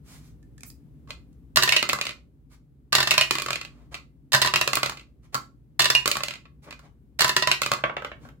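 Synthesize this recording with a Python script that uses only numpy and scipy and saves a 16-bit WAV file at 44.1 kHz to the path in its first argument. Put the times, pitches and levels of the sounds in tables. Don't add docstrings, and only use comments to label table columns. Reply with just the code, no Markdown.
import sys
import numpy as np
from scipy import signal
from scipy.fft import rfft, irfft
from scipy.io import wavfile
from scipy.ndimage import uniform_filter1d

SR = 44100
rng = np.random.default_rng(int(sys.argv[2]) if len(sys.argv) > 2 else 0)


def transcribe(signal):
    frames = np.atleast_2d(signal).T
    limited = np.clip(frames, -1, 1)
    pcm = np.round(limited * 32767).astype(np.int16)
    wavfile.write(sys.argv[1], SR, pcm)


N = 370440

# pitch_hz, level_db
RUMBLE_TONE = [(12, -57.5), (20, -37), (46, -10), (65, 0.5), (86, -13), (146, -4), (187, -16), (262, -11),
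               (357, -23), (388, -23), (590, -35.5), (678, -38), (1600, -47.5), (5850, -58), (12100, -56),
               (16000, -56.5)]
HUM = (55, -60)
# time_s, level_db
RUMBLE_LEVELS = [(0, -49), (1.2, -49.5), (2.25, -54.5), (2.8, -55.5), (3.8, -51), (4.2, -54.5),
                 (8.1, -53.5), (8.24, -45.5), (8.4, -53.5)]
# middle_s, length_s, level_db, brightness_db_per_octave
STROKES = [(0.128, 0.21, -54, -0.5), (0.255, 0.19, -64, 0), (0.678, 0.067, -43, 13),
           (1.1, 0.047, -49.5, -5.5), (1.331, 0.011, -68.5, 0.5), (2.531, 0.086, -61, -2),
           (3.787, 0.27, -66.5, -6), (3.931, 0.048, -48, -5), (5.248, 0.064, -64.5, -3.5),
           (5.338, 0.035, -50, -3.5), (6.645, 0.062, -56.5, -3), (6.683, 0.055, -46.5, -8.5),
           (6.851, 0.084, -57.5, -6.5), (8.246, 0.12, -59, -4.5)]
# start_s, strength_db, brightness_db_per_octave, body_db, favoured_pitch_hz
PEN_HITS = [(0.4281, -28, -2, -1, 1750), (0.5797, -17.5, -1, 0, 1710), (0.6068, -17, 1.5, -4, 2400),
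            (0.6331, -5.5, 0.5, 4.5, 2340), (0.7011, -15.5, 1.5, -2, 4900)]
PICKUP_HITS = [(1.0744, -29.5, 1, 6, 1120), (1.1053, -1, 0, -7.5, 3940), (3.9429, 0, 0, -5.5, 2570),
               (3.9504, -4, 0.2, -7.5, 2540), (5.3442, -0.5, 8, 10, 4520), (5.3515, -1, 6, 10.5, 4700),
               (6.7078, -8.5, 2.2, -1.5, 2080), (6.7257, -8.5, -1.5, -0.5, 2450),
               (6.7921, -23, 4.5, 8, 770)]
BAFFLE_HITS = [(1.559, 12.5, 3, -6, 1900), (1.5705, 19, 0.5, 5, 1660), (1.6239, 14, 0.4, -4, 3740),
               (1.6331, 12.5, 4, 3.5, 2670), (1.6755, 10.5, -4, 3, 1820), (2.9236, 7.5, -2, -6.5, 2890),
               (2.9275, 13.5, 0.5, 4.5, 1227), (2.9512, 19.5, 1, -1.5, 950), (2.9822, 11, -1.5, 6, 5200),
               (3.003, 14, -1, 1.5, 3740), (3.0277, 10, 0, 2, 1710), (3.0728, 12.5, -1.5, -0.5, 1020),
               (4.3202, 5.5, 1.5, -3, 3800), (4.3318, 13, 2.8, -1, 4280), (4.3382, 17.5, -3, 3.5, 3780),
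               (4.3468, 16, 1, 6.5, 1700), (4.3617, 5.5, 0.5, 1.5, 4950), (4.4165, 14, 1.7, 2, 3910),
               (4.4225, 14.5, -1.5, -8.5, 5000), (4.4471, 9, -2, 8, 970), (4.4599, 7.5, 1, 4, 1000),
               (4.473, 12.5, -3.5, -3.5, 1170), (5.7927, -0.5, 4.5, 3, 4240), (5.7944, 14.5, 1, 6, 4330),
               (5.8039, 17, -0.8, -6.5, 1190), (5.8187, 10.5, 2.5, -2.5, 3500),
               (5.8432, 12.5, 0, -2.5, 1200), (5.8553, 16, -1.4, -3, 3780), (5.9012, 15.5, 1, 2.5, 5290),
               (7.1896, 1.5, 2, -6.5, 5150), (7.1928, 10, 0, 0, 1820), (7.2064, 14.5, 2.5, 4, 4400),
               (7.2185, 15.5, 0, 1.5, 1800), (7.2443, 13.5, 0.5, 7, 990), (7.279, 4.5, 3, 1, 1350),
               (7.293, 12, 0, 2.5, 1670), (7.3644, 17, -0.5, 2.5, 2760), (7.423, 13, -4, 1, 5070)]
RAMP_HITS = [(1.6911, 17.5, 0.5, -4.5, 2890), (1.7224, 19.5, -0.5, -0.5, 2230), (1.7353, 11, -5.5, 1, 1890),
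             (1.7636, 19, -1.5, -3.5, 2650), (1.7673, 17.5, -1.5, -12.5, 2900), (3.1085, 19, 1.9, -9, 2720),
             (3.1144, 11.5, 3, 8, 3710), (3.1391, 9.5, 0, 6.5, 1510), (3.179, 21, 0.5, 1, 1028),
             (3.211, 18.5, 0.7, -1, 2945), (3.2195, 11.5, -7.5, -10, 2880), (4.5378, 14.5, -0.5, 7.5, 957),
             (4.5585, 17, 1, 3.5, 2790), (4.6123, 13.5, 2.5, 6.5, 2740), (5.95, 19, 0, -1, 2820),
             (7.4729, 15, 0.5, 7.5, 1004), (7.5147, 19.5, -.3, 0.5, 4000)]
# start_s, strength_db, brightness_db_per_octave, body_db
TRAY_HITS = [(1.8271, 12, 1.5, 0.5), (1.8902, 5, 7, 4), (1.8959, 15.5, -2, -13), (1.9312, 7, 6, 7.5),
             (1.9869, -2.5, 1, 6.5), (2.0121, 10.5, 1.5, -6.5), (2.0529, 2, 2, -8), (3.3088, 15, 4, -2.5),
             (3.3532, 8, 1.5, -2), (3.3843, 7, 2, -1), (3.3983, 1, 3, 0), (3.4201, 4, 5, -3),
             (3.4614, 1, 3.5, 5), (3.4847, 1, 1, 5), (3.5056, 7.5, 2.5, 1), (3.5306, 8, 1, -7),
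             (4.676, 12, 3.5, 0.5), (4.732, 12, 3, -0.5), (4.7541, 8.5, 8.5, -16), (4.7702, 9, -0.5, 4.5),
             (4.8313, 13, 2, 1), (4.86, 6.5, 3.5, 0.5), (4.8957, 1, 4.5, 3.5), (4.9203, -9, -1, 3),
             (6.0575, 11, 4, 1.5), (6.0766, 9.5, 8, 2.5), (6.1145, 14, 4, -12.5), (6.1537, 3, 0, 1.5),
             (6.1685, 3.5, 5.5, 5.5), (6.2053, -1, -2, 4.5), (6.2345, 8.5, 4, -5), (6.2833, 5, 1.5, -7),
             (6.4538, -17, -9, -2), (7.6175, 9.5, 5, 1.5), (7.6329, 9.5, -1, -21), (7.6616, 8, 3, 0.5),
             (7.7165, 10, 3.5, 7.5), (7.7354, 5.5, 2.5, 2.5), (7.7869, -11, -13, 9)]
TABLE_HITS = [(7.8382, 14, -3.5, -4.5), (7.8965, -1, -6, 1.5), (7.9671, 5.5, 0, -5.5), (8.0213, -9.5, 6, 3),
              (8.0468, 3, 4.5, -6), (8.1164, -4.5, -2.5, -5.5), (8.251, -28, 4.5, 11.5),
              (8.288, -20.5, 10, -0.5)]
# start_s, strength_db, first_gap_s
ROCKINGS = [(2.0678, 7, 0.024), (3.5569, 7, 0.056), (4.9718, -7.5, 0.023), (6.308, 2, 0.029)]
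# pitch_hz, level_db
RUB_TONE = [(100, -7.5), (600, 3), (1300, 2.5), (2600, 1), (7000, 2.5), (15000, -6.5)]
PEN_TONE = [(60, -16), (600, -11), (1100, -9), (1900, -6.5), (2700, -13), (4300, -6), (7500, -2.5),
            (15000, -21)]
BAFFLE_TONE = [(60, -17), (300, -13.5), (600, -8), (850, -4), (1100, 1.5), (1400, -1.5), (1900, 1),
               (2700, -3), (3400, 0.5), (4300, 0.5), (5800, -5), (7500, -4.5), (9000, -12.5),
               (15000, -16.5)]
RAMP_TONE = [(60, -36), (300, -30), (600, -8.5), (850, -12.5), (1100, -4), (1400, -6.5), (1900, -2.5),
             (2700, 1), (3400, -5.5), (4300, -3.5), (5800, -9), (7500, -11), (9000, -18), (15000, -23.5)]
TRAY_TONE = [(60, -26.5), (300, -1.5), (600, -1), (850, -3), (1100, 0), (1400, 1), (1900, 0), (2700, 3),
             (3400, -2), (4300, 1), (5800, -9.5), (7500, -8.5), (9000, -19), (15000, -25.5)]
TABLE_TONE = [(60, -42.5), (300, 0.5), (600, 11.5), (850, 10), (1100, 4.5), (1400, 10.5), (1900, 4),
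              (2700, 1), (3400, -2.5), (4300, -13.5), (5800, -20.5), (7500, -24), (9000, -37), (15000, -39)]
# pitch_hz, fade_s, level_db
RUB_NOTES = [(1160, 0.065, 4), (1338, .03, -5.5), (2330, .015, -1), (4280, .015, -3.5)]
PEN_NOTES = [(1750, 0.095, 1), (2530, 0.017, 7)]
BAFFLE_NOTES = [(375, 0.056, 7.5), (610, 0.052, 9.5), (980, 0.8, -1), (1000, 0.12, 5), (1177, .06, -3.5),
                (1565, 0.037, 0), (1766, .065, 5), (1826, 0.066, 8.5), (1910, 0.14, 4.5), (2170, 0.28, -1),
                (2670, 0.084, 12.5), (2850, 0.059, 12.5), (3540, 0.064, 3), (3920, 0.015, -2.5),
                (4310, 0.024, 6), (5000, 0.018, 4), (6120, 0.17, -4.5)]
RAMP_NOTES = [(352, 0.093, 21), (614, .06, 5), (989, 0.094, 5.7), (1820, .1, 3), (1916, 0.36, 12),
              (2210, 0.13, 0.89), (2590, 0.39, 1.7), (2450, 0.42, 1.5), (2480, 0.077, 4.4),
              (2692, 0.052, 3.4), (2830, 0.075, 3.5), (2825, 0.071, 3.3), (3090, 0.085, 2),
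              (3763, 0.032, 1.1), (4350, 0.033, 3.4), (5200, 0.035, 2.4)]
TRAY_NOTES = [(590, 0.053, -0.5), (1110, 0.043, 6.5), (1170, 0.038, 0), (1260, 0.056, 0.5),
              (1349, 0.073, 4), (2049, 0.1, 5.5), (2450, 0.072, 3), (2650, .06, -10.5), (3100, .05, -9.5),
              (4340, 0.12, -9), (6530, 0.11, -2)]
TABLE_NOTES = [(580, 0.081, -11), (1130, 0.051, 6), (1300, 0.089, -3), (1567, 0.051, 1.5), (2240, 0.032, 2)]
THUD_NOTES = [(130.4, 1, -55), (135.3, 0.24, -43.5), (200.5, 0.27, -50), (286, 0.14, -64.5),
              (363, 0.3, -55)]
# pitch_hz, fade_s
ECHO_FADES = [(150, 0.79), (400, 0.27), (1000, 0.25), (2800, 0.22), (7000, 0.23), (15000, 0.2)]
# pitch_hz, level_db
ECHO_TONE = [(150, 4), (500, 0.5), (1000, 4.5), (2800, 2.5), (7000, 1), (15000, -1.5)]
# pitch_hz, likeness_0_to_1
ROOM_LIKENESS = [(100, 0.6), (250, 1), (600, 0.2), (1200, 0), (2500, 0)]
DIRECT_LIKENESS = [(250, 0.78), (550, 1), (1000, 0.33), (3000, 0.64), (8000, 0.36), (15000, .45)]
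# pitch_hz, left_minus_right_db
BALANCE = [(200, -0.5), (550, -0.5), (1000, 0.5), (2200, -2.5), (4200, -3), (8000, -4), (12000, -9.5)]
# pitch_hz, change_db
BODY_SHAPE = [(100, 0.73), (450, 0.53), (800, 1), (1200, 1.01), (1500, 1), (1900, 0.34), (2500, -0.13),
              (3500, 0), (6000, 0.14), (9000, 0)]

KNOCK_SAMPLES = 2048
KNOCK_HZ = np.fft.rfftfreq(KNOCK_SAMPLES, 1 / SR)


def gain_of(db):
    return 10 ** (np.asarray(db) / 20)


def evened(x):
    return x / np.sqrt(np.mean(x ** 2) + 1e-20)


def look_up(table, hz):
    pitches, values = np.transpose(table)
    return np.interp(np.log(hz + 1), np.log(pitches + 1), values)


def add(mix, start_s, sound):
    part = mix[..., max(round(start_s * SR), 0):][..., :sound.shape[-1]]
    part += sound[..., :part.shape[-1]]


def fade(t, fade_s):
    return np.exp(-np.log(1000) * t / np.maximum(fade_s, 1e-3))


def tone_filter(gain):
    log_gain = np.log(np.maximum(gain, 1e-6))
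    mirrored = np.concatenate([log_gain, log_gain[..., -2:0:-1]], -1)
    return np.exp(signal.hilbert(mirrored).conj())[..., :gain.shape[-1]]


def stereo(spectra, likeness, hz):
    same = np.clip(look_up(likeness, hz), 0, 1)
    return np.array([same * spectra[1] + np.sqrt(1 - same ** 2) * spectra[0], spectra[1]])


def from_right(hz, lag_s=0.0001):
    half_db = look_up(BALANCE, hz) / 2
    return np.array([gain_of(half_db) * np.exp(-2j * np.pi * hz * lag_s), gain_of(-half_db)])


def convolve(x, response):
    return signal.oaconvolve(np.atleast_2d(x), np.atleast_2d(response), axes=1)[:, :N]


def rumble(waver=0.22):
    hz, t = np.fft.rfftfreq(N, 1 / SR), np.arange(N) / SR
    spectra = stereo(rfft(rng.standard_normal((2, N))), ROOM_LIKENESS, hz)
    noise = evened(irfft(spectra * gain_of(look_up(RUMBLE_TONE, hz)), N))
    noise *= gain_of(np.interp(t, *np.transpose(RUMBLE_LEVELS)))
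    turns_s = np.linspace(0, t[-1], 40)
    swell, drift = (np.interp(t, turns_s, rng.standard_normal(len(turns_s))) for _ in range(2))
    hum_hz, hum_db = HUM
    hum = np.sqrt(2) * (1 + waver * swell) * np.sin(2 * np.pi * hum_hz * t + waver * drift)
    return (noise + gain_of(hum_db) * hum) * gain_of([[.7], [-.7]])


def finger_rubs(echo_db=-5, roughness_db=4):
    out = np.zeros((2, N))
    hz = np.fft.rfftfreq(SR // 2, 1 / SR)
    for middle_s, length_s, db, bright_db in STROKES:
        slips = rng.standard_normal((2, SR // 2)) * gain_of(roughness_db * rng.standard_normal(SR // 2))
        tone = gain_of(look_up(RUB_TONE, hz) + bright_db * np.log2(np.maximum(hz, 600) / 2000))
        hiss = evened(irfft(stereo(rfft(slips), DIRECT_LIKENESS, hz) * tone * from_right(hz)))
        swell = np.hanning(int(length_s * SR))
        add(out, middle_s - length_s / 2, gain_of(db) * hiss[:, :len(swell)] * swell)
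    out = convolve(out, ringing(RUB_NOTES))
    return out + gain_of(echo_db) * room_echo(out[1])


def ringing(notes):
    t = np.arange(SR // 4) / SR
    response = np.where(t == 0, 1., 0.)
    chance = rng.uniform(-1, 1, (len(notes), 2)) * [3, .005]
    for (hz, fade_s, db), (luck_db, detune) in zip(notes, chance):
        height = gain_of(db + luck_db) * 2 * np.log(1000) / (fade_s * SR)
        response += height * fade(t, fade_s) * np.cos(2 * np.pi * hz * (1 + detune) * t)
    return response


def room_echo(x, gap_s=.004, build_s=0.0013, early_height=1.7):
    slots = np.arange(0, SR // 2, 12)
    echoes = np.zeros((2, SR // 2 + 12))
    arrivals = slots + rng.integers(0, 12, (2, len(slots)))
    np.put_along_axis(echoes, arrivals, rng.choice([-1., 1.], arrivals.shape), 1)
    early = rng.integers(round(.006 * SR), round(.035 * SR), 6)
    echoes[:, early] += early_height * rng.choice([-1., 1.], len(early))
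    hz, t, spectra = signal.stft(echoes, SR, nperseg=256)
    hz = hz[:, None]
    spectra = stereo(spectra, ROOM_LIKENESS, hz) * fade(t, look_up(ECHO_FADES, hz))
    tail = signal.istft(spectra * gain_of(look_up(ECHO_TONE, hz)), SR)[1]
    tail *= np.clip((np.arange(tail.shape[1]) / SR - gap_s) / build_s, 0, 1)
    return convolve(x, tail / np.linalg.norm(tail[1]))


def knock(tone_db, fade_s, crack=0.86, crack_s=0.0043, rise_s=.0007):
    t = np.arange(KNOCK_SAMPLES) / SR
    spreading = 1 - np.exp(-t / rise_s)
    burst = rng.standard_normal((2, len(t))) * spreading * (fade(t, fade_s) + crack * fade(t, crack_s))
    spectra = stereo(rfft(burst), DIRECT_LIKENESS, KNOCK_HZ)
    noise_tone = np.sqrt(uniform_filter1d(abs(spectra) ** 2, size=41, axis=1))
    return irfft(spectra * tone_filter(gain_of(tone_db) / noise_tone) * from_right(KNOCK_HZ))


def struck(hits, tone, notes, level_db, echo_db, base_fade_s, spot_db, spot_width=0.019, spot_count=5):
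    spots = np.zeros((spot_count, 2, N))
    treble_octaves = np.log2(np.maximum(KNOCK_HZ / 2710, 1))
    for k, (start_s, db, bright_db, body_db, *pitch) in enumerate(hits):
        spot_hz = pitch[0] if pitch else notes[rng.integers(len(notes))][0]
        favoured_db = spot_db / (1 + ((KNOCK_HZ / spot_hz - 1) / spot_width) ** 2)
        colour_db = bright_db * treble_octaves + body_db * look_up(BODY_SHAPE, KNOCK_HZ)
        tone_db = db + look_up(tone, KNOCK_HZ) + colour_db + favoured_db
        halvings = db / 34.5 + bright_db / 24
        add(spots[k % spot_count], start_s, knock(tone_db, base_fade_s * .5 ** halvings))
    sounds = [convolve(spot, ringing(notes)) for spot in spots]
    echo_gain = gain_of([[echo_db - 2], [echo_db]])
    return gain_of(level_db) * sum(x + echo_gain * room_echo(x[1]) for x in sounds)


def pen_cap():
    return struck(PEN_HITS, PEN_TONE, PEN_NOTES, level_db=-3, echo_db=-8,
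                  base_fade_s=.011, spot_db=12, spot_width=.08, spot_count=1)


def pickups():
    knocks = struck(PICKUP_HITS, TRAY_TONE, TRAY_NOTES, level_db=-1.46, echo_db=-7.5,
                    base_fade_s=.021, spot_db=5.5, spot_width=.051, spot_count=2)
    return knocks + table_thud(PICKUP_HITS, level_db=-8.5)


def table_thud(hits, level_db):
    pushes, t = np.zeros(N), np.arange(SR // 3) / SR
    for start_s, db, _, body_db, *_ in hits:
        add(pushes, start_s, gain_of([db + body_db]))
    swing = sum(gain_of(db) * fade(t, fade_s) * np.sin(2 * np.pi * hz * t)
                for hz, fade_s, db in THUD_NOTES)
    return gain_of(level_db) * convolve(pushes, swing)


def baffle_rattle():
    knocks = struck(BAFFLE_HITS, BAFFLE_TONE, BAFFLE_NOTES, level_db=-2.5, echo_db=-7.5,
                    base_fade_s=.04, spot_db=8.5)
    return knocks + table_thud(BAFFLE_HITS, level_db=-12.5)


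def ramp_clatter():
    knocks = struck(RAMP_HITS, RAMP_TONE, RAMP_NOTES, level_db=-0.7, echo_db=-7,
                    base_fade_s=.026, spot_db=9.5)
    return knocks + table_thud(RAMP_HITS, level_db=-15.5)


def tray_tumble():
    hits = TRAY_HITS + rocking_hits()
    knocks = struck(hits, TRAY_TONE, TRAY_NOTES, level_db=-1.75, echo_db=-7.5,
                    base_fade_s=.023, spot_db=4)
    return knocks + table_thud(hits, level_db=-9.5)


def rocking_hits(count=3, loss_db=5.5, gap_kept=0.65, bright_db=-0.5, body_db=-7):
    return [(start_s + gap_s * np.sum(gap_kept ** np.arange(k)), db - k * loss_db, bright_db, body_db)
            for start_s, db, gap_s in ROCKINGS for k in range(count)]


def table_bounces():
    knocks = struck(TABLE_HITS, TABLE_TONE, TABLE_NOTES, level_db=-2, echo_db=-6,
                    base_fade_s=.019, spot_db=5.5)
    return knocks + table_thud(TABLE_HITS, level_db=-4.5)


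def scene():
    die = baffle_rattle() + ramp_clatter() + tray_tumble() + pickups() + table_bounces()
    return die + pen_cap() + finger_rubs() + rumble()


def record(dry, ceiling=.85, lowest_hz=42, highest_hz=16050):
    rounded = ceiling * np.tanh(dry / ceiling)
    lean = signal.sosfilt(signal.butter(4, lowest_hz, "highpass", fs=SR, output="sos"), rounded)
    treble_cut = signal.firwin(255, highest_hz, window=("kaiser", 9), fs=SR)
    return signal.oaconvolve(lean, treble_cut[None], "same")


dry = scene()
out = record(dry)
transcribe(out)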